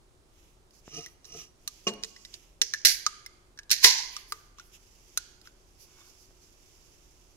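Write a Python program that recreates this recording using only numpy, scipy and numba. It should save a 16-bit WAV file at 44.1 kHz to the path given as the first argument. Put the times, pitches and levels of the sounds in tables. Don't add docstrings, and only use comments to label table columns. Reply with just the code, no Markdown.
import sys
import numpy as np
from scipy import signal
from scipy.fft import rfft, irfft
from scipy.io import wavfile
from numba import njit

SR = 44100
rng = np.random.default_rng(int(sys.argv[2]) if len(sys.argv) > 2 else 0)


def to_linear_factor(level_db):
    exponent = np.asarray(level_db, float) / 20
    return 10 ** exponent


def transcribe(u):
    v = np.clip(np.atleast_2d(u).T, -1, 1)
    q = np.round(v * 32767).astype(np.int16)
    wavfile.write(sys.argv[1], SR, q)


N = 324576

# (frequency [Hz], density [dB per Hz])
FLOOR_SPECTRUM = [(12, -33), (20, -6), (43, -1.5), (127, -9), (210, -16.5), (285, -16.5), (574, -17.5),
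                  (718, -18.5), (1290, -22.5), (1480, -25.5), (1860, -27.5), (5680, -32), (12000, -33),
                  (15700, -33), (16400, -50)]
FLOOR_DB = -63
# (frequency [Hz], correlation [-1..1, clipped])
PORT_LIKENESS = [(60, 0.39), (130, 0.6), (290, 0.91), (640, -0.019), (1410, 0.033), (3100, -0.2),
                 (6820, 0.71), (15000, -1.4)]
# (frequency [Hz], level [dB rms], t60 [s])
HUM_MODES = [(40.2, -65.5, .25), (365, -72, 0.054)]

# (loudest at [s], level [dB], length [s], brightness [dB], body [dB])
STROKES = [(0.425, -72, 0.13, -2, -1.5), (0.766, -66, 0.051, -5, -11), (0.88, -62.5, 0.047, -9, -3.5),
           (1.097, -79.5, .05, 10.5, 4), (1.271, -63.5, .03, -1, -13), (1.396, -56, 0.063, -5, -2.5),
           (1.755, -64, 0.17, -4.5, -5.5), (1.887, -72, .07, -5, -8), (2.073, -62, .04, -8, -24),
           (2.216, -63.5, 0.224, -11, -10.5), (2.342, -62.5, 0.019, -6.5, 0),
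           (2.386, -72.5, 0.17, -1.5, 0.5), (4.162, -61, 0.081, 3.5, 5.5), (4.303, -65.5, 0.029, 5, -10),
           (4.364, -67.5, 0.11, 0, -4.5), (4.598, -66, 0.03, -6, 3), (4.659, -74.5, .04, 5, -6),
           (4.747, -60.5, 0.028, -3, -1), (5.222, -76, 0.016, -10, -19), (5.464, -68, 0.034, -1, 2),
           (5.822, -61.5, 0.0373, 1, -10), (6.08, -71, 0.044, -1, -30), (6.215, -70, 0.049, -3.5, -36.5),
           (6.436, -69.5, 0.03, -10, -19)]
STROKE_RISE_SHARE = 0.82
# (time [s], level [dB])
FIZZ_LEVEL = [(4.299, -95), (4.8, -68.5), (5.04, -67.5), (5.2, -63.5), (5.38, -75.5), (5.75, -72.5),
              (6.0, -63.5), (6.351, -71.5), (6.7, -66.5), (7.36, -71)]
FIZZ_BRIGHT_DB, FIZZ_BODY_DB = -5.5, -6

# (time [s], peak [dB], lid tone [Hz], tone [dB])
FLICK_EVENTS = [
    (.708, -54, 1990, -30),
    (1.0615, -36, 1955, -6),
    (1.6767, -21, 1210, -20.5),
    (1.937, -39, 1150, -12.5),
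    (3.2622, -32.5, 2100, -13),
    (4.3222, -22.5, 1210, 4.5),
    (5.1744, -14.5, 1453, -8.5),
    (5.4147, -47.5, 1385, -19),
]
# (time [s], peak [dB], lid tone [Hz], tone [dB])
PICK_EVENTS = [
    (1.2447, -49, 1910, -17),
    (1.2521, -45.5, 1070, -15),
    (1.8761, -30.5, 1102, -19),
    (2.0276, -43, 1880, -40),
    (2.0457, -32.5, 1985, -25.5),
    (2.1629, -48, 2027, -1),
    (2.2499, -40.5, 1980, -13),
    (2.34, -38, 1960, -42),
]
# (time [s], peak [dB], lid tone [Hz], tone [dB])
CRACK_EVENTS = [
    (2.616, -12, 1950, -23),
    (2.7369, -20.5, 1726, -2),
    (2.8496, -14, 1720, -22.5),
    (3.575, -49, 1700, 0),
    (3.5892, -38, 1695, 0.5),
    (3.6323, -50.5, 1830, -19),
    (3.6954, -38.5, 1680, -8.5),
    (3.7042, -19, 1740, -25.5),
    (3.713, -23.5, 2000, -16),
    (3.8444, -0.5, 2017, -13),
]
# (time [s], peak [dB], lid tone [Hz], tone [dB])
CREAK_EVENTS = [
    (4.5852, -44, 1140, 5),
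    (4.5973, -40.5, 1420, -0.5),
    (5.4555, -51.5, 1340, -2),
    (5.473, -45, 1460, 3.5),
]
# (time [s], peak [dB], lid tone [Hz], tone [dB])
TICK_EVENTS = [
    (2.0363, -21, 2510, -20),
    (3.0646, -13, 1250, -1.5),
    (4.1658, -25.5, 1203, -4.5),
]
# (edge brightness [dB], after-grate [dB])
CONTACT_KINDS = [
    (-18.5, -15.5),
    (-12, -16.5),
    (-12, -22),
    (-16.5, -25),
    (-2.5, -22),
]
# (frequency [Hz], level [dB])
SHELL_MODES = [(2000, -9), (3200, -12), (4500, -3), (5500, 2), (6300, -1)]

# (time [s], peak [dB], contact [ms], ringing [dB])
KNOCK_EVENTS = [
    (0.879, -31, 0.36, -30),
    (2.851, -30, 1, -16),
    (3.713, -31.5, 0.62, -13.5),
    (3.847, -39.5, 0.2, 12),
    (1.348, -39.5, 0.14, 1),
    (2.036, -50.5, 0.97, 10),
    (2.615, -40.5, 0.27, -3.5),
    (4.322, -52.5, 0.342, 2.5),
    (6.308, -45.5, 0.35, -25),
]
KNOCK_CUT_HZ = 1400
# (time [s], level [dB], contact [ms])
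LANDING = (1.868, -14, 2.2)
# (frequency [Hz], level [dB], t60 [s])
BODY_MODES = [(205.7, -2.5, 0.93), (229, -9, .3), (322, -12, 0.33), (375, -5.5, .3), (430, -3.5, 0.46),
              (484, -3.5, 0.6), (553.7, -6, 0.067), (695.4, 0, 0.077), (885, -11.5, 0.22), (1102, 0, 0.07),
              (1210, -10, 0.2), (2488, -6.5, 0.044), (2850, 4, 0.08), (5820, 1.5, 0.022)]

# (loudest at [s], rise [s], fall [s], rasp [dB], rumble [dB])
TURNS = [
    (0.99, 0.075, 0.076, -46, -38.5),
    (1.373, 0.093, 0.083, -53, -46),
]
RUMBLE_SPAN = 0.54
# (frequency [Hz], level [dB], t60 [s])
RUMBLE_MODES = [(159.6, 3.5, 0.38), (331.6, 4.5, 0.66), (445, 5.5, 0.16), (697, 0.5, 0.048)]
# (frequency [Hz], level [dB], t60 [s])
RASP_MODES = [(1258, 3, 0.063), (2100, -10, 0.043), (2530, -3.5, 0.04), (2910, 4, 0.028), (3210, -2, .03),
              (5080, -8, 0.047), (5740, 9.5, 0.038), (6240, 8, 0.0039)]
# (loudest at [s], rise [s], fall [s], rasp [dB])
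OPEN_TURN = (6.014, .1, .075, -58)
# (frequency [Hz], level [dB], t60 [s])
OPEN_MODES = [(1140, 0, 0.014), (1420, -2.5, 0.012), (2180, -8, .04), (3550, -7, 0.028)]

# (time [s], burst [dB], burst fall [dB per s], leak [dB], cavity [Hz])
GAS_SPURTS = [
    (2.617, -32, 900.5, -43.5, 1830),
    (2.738, -41, 899, -54.5, 1720),
    (2.85, -14, 249.5, -43, 1540),
    (3.713, -15, 651, -32, 1910),
    (3.844, -13.5, 399, -17.5, 920),
]
LEAK_FALL_DB_PER_S = 124
RIP_RISE_DB_PER_S = 1551.5
BURST_BRIGHT_DB, LEAK_BRIGHT_DB = -4, -17.5
PINHOLE_DB = 0.5
CAVITY_DB, CAVITY_SAG_SHARE, SAG_S = -9.5, 0.12, 0.042
# (frequency [Hz], density [dB per Hz])
JET_SPECTRUM = [(300, -30.5), (700, -16.5), (1200, -24.5), (1600, -2.5), (2050, 0), (2600, -4), (3300, -5),
                (4300, 5), (5500, 5), (6400, 2), (7400, -6), (10000, -31.5)]

# (frequency [Hz], t60 [s])
KITCHEN_T60 = [(100, 1), (500, 0.89), (2000, 0.9), (6000, 0.66), (15000, 0.33)]
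# (frequency [Hz], gain [dB])
MIC_COLOUR = [(1000, -3.5), (2800, 3.5), (3800, 0.5), (4500, -0.5), (5700, 0.5), (6700, -1), (7600, -2),
              (9000, -7.5), (11000, 2.5), (14000, -6), (15600, -5), (16500, -39.5)]
# (frequency [Hz], left minus right [dB])
PORT_DIFFERENCE = [(60, -1), (110, -1), (200, 1), (380, 2.5), (700, 1), (1290, 2.5), (2380, 0), (4400, -10),
                   (8120, -8.5), (15000, -2)]


def rms_one(x):
    return x / np.sqrt(np.mean(x ** 2) + 1e-20)


def peak_one(x):
    return x / np.max(np.abs(x))


def at_hz(points, hz):
    table_hz, value = np.array(points).T
    return np.interp(np.log(hz + 1), np.log(table_hz), value)


def tint(x, gain_at):
    size = x.shape[-1]
    return irfft(rfft(x) * gain_at(np.arange(size // 2 + 1) * SR / size), size)


def band(x, low_hz, high_hz):
    edges_hz = [low_hz, min(high_hz, 0.45 * SR)]
    return signal.sosfilt(signal.butter(2, edges_hz, "band", fs=SR, output="sos"), x)


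def drift(rate_hz):
    r = np.exp(-2 * np.pi * rate_hz / SR)
    return rms_one(signal.lfilter([1], [1, -2 * r, r * r], rng.standard_normal(N + SR))[SR:])


def ring(force, hz, t60_s):
    r = to_linear_factor(-60 / (t60_s * SR))
    w = 2 * np.pi * hz / SR
    return signal.lfilter([0, np.sin(w)], [1, -2 * r * np.cos(w), r * r], force + 1e-18)


def swell(s, rise_s, fall_s, db, order):
    t = np.arange(N) / SR - s
    return to_linear_factor(db - 12 * np.where(t < 0, -t / rise_s, t / fall_s) ** order)


def add(out, s, sound):
    at = round(s * SR)
    out[at:at + len(sound)] += sound[:N - at]


def floor():
    mid, side = tint(rng.standard_normal((2, N)), lambda hz: to_linear_factor(at_hz(FLOOR_SPECTRUM, hz)))
    mid = tint(mid, lambda hz: np.sqrt(1 + np.clip(at_hz(PORT_LIKENESS, hz), -1, 1)))
    side = tint(side, lambda hz: np.sqrt(1 - np.clip(at_hz(PORT_LIKENESS, hz), -1, 1)))
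    hum = sum(to_linear_factor(db) * rms_one(ring(rng.standard_normal(N), hz, t60_s)) for hz, db, t60_s in HUM_MODES)
    return to_linear_factor(FLOOR_DB) * rms_one(np.array([mid + side, mid - side])) + hum


def brush():
    fizz = to_linear_factor(np.interp(np.arange(N) / SR, *np.transpose(FIZZ_LEVEL)))
    level, bright, body = fizz * to_linear_factor([[0], [FIZZ_BRIGHT_DB], [FIZZ_BODY_DB]])
    for s, db, length_s, bright_db, body_db in STROKES:
        stroke = swell(s, STROKE_RISE_SHARE * length_s, length_s, db, order=2)
        level = level + stroke
        bright = bright + to_linear_factor(bright_db) * stroke
        body = body + to_linear_factor(body_db) * stroke
    grain = rng.standard_normal((2, N)) * to_linear_factor(0.95 * drift(40))
    mix = level * rms_one(band(band(grain, 4200, 7600), 3800, 9000))
    mix = mix + bright * rms_one(band(grain, 6500, 16000))
    mix = mix + body * rms_one(band(grain, 2100, 5200))
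    return to_linear_factor(4.0) * mix


def snaps():
    out, far, t = np.zeros(N), np.zeros(N), np.arange(SR // 4) / SR
    tables = PICK_EVENTS, CRACK_EVENTS, CREAK_EVENTS, TICK_EVENTS, FLICK_EVENTS
    rows = [row + kind for table, kind in zip(tables, CONTACT_KINDS) for row in table]
    chance = rng.standard_normal((len(rows), 20 + len(t)))
    blunt = peak_one(band((t == 0).astype(float), 3600, 8000))
    for (s, db, hz, tone_db, edge_db, grate_db), draw in zip(rows, chance):
        force = to_linear_factor(grate_db) * draw[20:] * np.exp(-t / 0.0045)
        force[0] += 1
        wall = sum(to_linear_factor(mode_db + 2 * d) * ring(force, mode_hz * (1 + 0.05 * e), 0.006)
                   for (mode_hz, mode_db), d, e in zip(SHELL_MODES, draw, draw[5:]))
        crack = peak_one(wall) + to_linear_factor(-1) * peak_one(band(force, 2800, 9000))
        split = sum(ring(force, hz * (1 + 0.025 * d), 0.16) for d in draw[12:15])
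        tone = peak_one(ring(force, hz, 0.035)) + 0.2 * peak_one(split)
        edge = peak_one(band(force, 6500, 14500))
        near = crack + to_linear_factor(tone_db - 3.5) * tone + to_linear_factor(edge_db + 8.0) * edge
        add(out, s, to_linear_factor(db + 6.0) * near)
        add(far, s, to_linear_factor(db + 7.5) * (blunt + to_linear_factor(tone_db - 8.0) * tone))
    return band(band(np.array([out, far]), 1200, 21000), 1200, 19000)


def knocks():
    out, t = np.zeros(N), np.arange(SR // 2) / SR
    for s, db, contact_ms, ringing_db in KNOCK_EVENTS:
        push = band(np.exp(-t * 1000 / max(contact_ms, 0.05)), 60, KNOCK_CUT_HZ)
        body = sum(to_linear_factor(mode_db) * ring(push, hz, t60_s) for hz, mode_db, t60_s in RUMBLE_MODES[2:])
        add(out, s, to_linear_factor(db) * (peak_one(push) + to_linear_factor(ringing_db) * peak_one(body)))
    s, db, contact_ms = LANDING
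    rough = rng.standard_normal(len(t))
    grate = rough * t * np.exp(-t * 1000 / contact_ms)
    grate = grate + 0.0002 * band(rough, 120, 970) * np.exp(-t / 0.044)
    body = sum(to_linear_factor(mode_db) * peak_one(ring(grate, hz, min(t60_s, 0.05 + 45 / hz)))
               for hz, mode_db, t60_s in BODY_MODES)
    clatter = band(rough * t ** 2 * np.exp(-t / 0.0064), 1400, 8600)
    shudder = band(rough, 130, 680) * (1 - np.exp(-t / 0.012)) * np.exp(-t / 0.07)
    body = body + to_linear_factor(3.0) * peak_one(clatter) + to_linear_factor(-7.5) * peak_one(shudder)
    add(out, s, to_linear_factor(db) * peak_one(band(body, 190, 10000)))
    return out


def slides():
    rasp = sum(swell(s, rise_s, fall_s, db, order=2) for s, rise_s, fall_s, db, _ in TURNS)
    rumble = sum(swell(s, RUMBLE_SPAN * rise_s, RUMBLE_SPAN * fall_s, db, order=1)
                 for s, rise_s, fall_s, _, db in TURNS)
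    grit = rng.standard_normal(N) * to_linear_factor(2.65 * drift(55))

    def rung(modes):
        return rms_one(sum(to_linear_factor(db) * rms_one(ring(grit, hz, t60_s)) for hz, db, t60_s in modes))

    scrape = rung(RASP_MODES) + 0.46 * rms_one(band(grit, 2070, 12000))
    closed = to_linear_factor(3.0) * rasp * scrape + rumble * rung(RUMBLE_MODES)
    return closed + swell(*OPEN_TURN, order=1) * rung(OPEN_MODES)


def spurts():
    gain, top, thin, cavity_hz = 1e-7, 1e-8, 0, np.full(N, 1000.0)
    for k, (s, burst_db, fall_db_per_s, leak_db, hz) in enumerate(GAS_SPURTS):
        t = np.arange(N) / SR - s
        after = np.maximum(t, 0)
        is_rip = k == len(GAS_SPURTS) - 1
        build = to_linear_factor(burst_db + RIP_RISE_DB_PER_S * np.minimum(t, 0)) * is_rip
        burst = np.where(t < 0, build, to_linear_factor(burst_db - fall_db_per_s * after))
        leak = (t >= 0) * to_linear_factor(leak_db - LEAK_FALL_DB_PER_S * after)
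        gain = gain + np.hypot(burst, leak)
        top = top + np.hypot(to_linear_factor(BURST_BRIGHT_DB) * burst, to_linear_factor(LEAK_BRIGHT_DB) * leak)
        thin = thin + to_linear_factor(PINHOLE_DB) * leak * (k < 2)
        sharp = CAVITY_SAG_SHARE * (k % 2 == 0) * np.exp(-after / SAG_S)
        cavity_hz = np.where(t > -0.02, hz * (1 + sharp), cavity_hz)
    return 20 * np.log10(gain), 20 * np.log10(top / gain), thin / gain, cavity_hz


@njit
def moving_ring(force, hz, r):
    out = np.zeros(len(force))
    for i in range(2, len(force)):
        out[i] = force[i] + 2 * r * np.cos(2 * np.pi * hz[i]) * out[i - 1] - r * r * out[i - 2]
    return out


def jets():
    jet_db, bright_db, thin, cavity_hz = spurts()
    white = rng.standard_normal((4, N))
    hiss = rms_one(tint(white[:3], lambda hz: to_linear_factor(at_hz(JET_SPECTRUM, hz))))
    hiss = hiss + to_linear_factor(bright_db) * rms_one(band(white[:3], 7800, 15000))
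    hiss = hiss + thin * rms_one(band(white[:3], 4900, 6700))
    damping = np.exp(-np.pi * 140 / SR)
    once = moving_ring(white[3], cavity_hz / SR, damping)
    cavity = rms_one(moving_ring(once, cavity_hz / SR, damping))
    level = to_linear_factor(jet_db - 4.5 + 2 * drift(200))
    gap = level * (hiss[0] + to_linear_factor(CAVITY_DB) * cavity)
    plume = to_linear_factor(3.5) * level * hiss[1:]
    return gap, plume


def direct(x, lag_ms, scatter_ms, scatter_db):
    t = np.arange(SR // 20) / SR
    scatter = band(rng.standard_normal((2, len(t))), 5100, 10000) * np.exp(-t * 1000 / scatter_ms)
    scatter = to_linear_factor(scatter_db) * scatter / np.sqrt(np.sum(scatter ** 2) / 2)
    late = np.interp(np.arange(N) - lag_ms * SR / 1000, np.arange(N), x)
    return np.array([x, late]) + signal.fftconvolve(x[None], scatter, axes=1)[:, :N]


def kitchen(x):
    t = np.arange(SR) / SR
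    edges_hz = 80 * 2 ** np.arange(0, 8.1, 0.5)
    white = rng.standard_normal((2, SR)) * (1 - np.exp(-(t / 0.0025) ** 2))
    echo = sum(band(white, low_hz, high_hz) * to_linear_factor(-60 * t / at_hz(KITCHEN_T60, low_hz * 1.2))
               for low_hz, high_hz in zip(edges_hz, edges_hz[1:]))
    return signal.fftconvolve(x[None], echo / np.sqrt(np.sum(echo ** 2) / 2), axes=1)[:, :N]


def scene():
    gap, plume = jets()
    clicks, blunt = snaps()
    low = knocks() + slides()
    close = direct(clicks + low + gap, lag_ms=0.12, scatter_ms=2, scatter_db=-7) + plume
    room = kitchen(to_linear_factor(-14.0) * blunt + to_linear_factor(-16.5) * low + to_linear_factor(-11.0) * gap)
    return tint(close + room + brush(), lambda hz: to_linear_factor(at_hz(MIC_COLOUR, hz))) + floor()


def low_pass(x):
    return signal.sosfilt(signal.butter(12, 16530, fs=SR, output="sos"), x)


def record(dry):
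    left = tint(dry[0], lambda hz: to_linear_factor(0.5 * at_hz(PORT_DIFFERENCE, hz)))
    right = tint(dry[1], lambda hz: to_linear_factor(-0.5 * at_hz(PORT_DIFFERENCE, hz)))
    rounded = 0.93 * np.tanh(np.array([left, right]) / 0.93)
    return low_pass(rounded)


dry = scene()
out = record(dry)
transcribe(out)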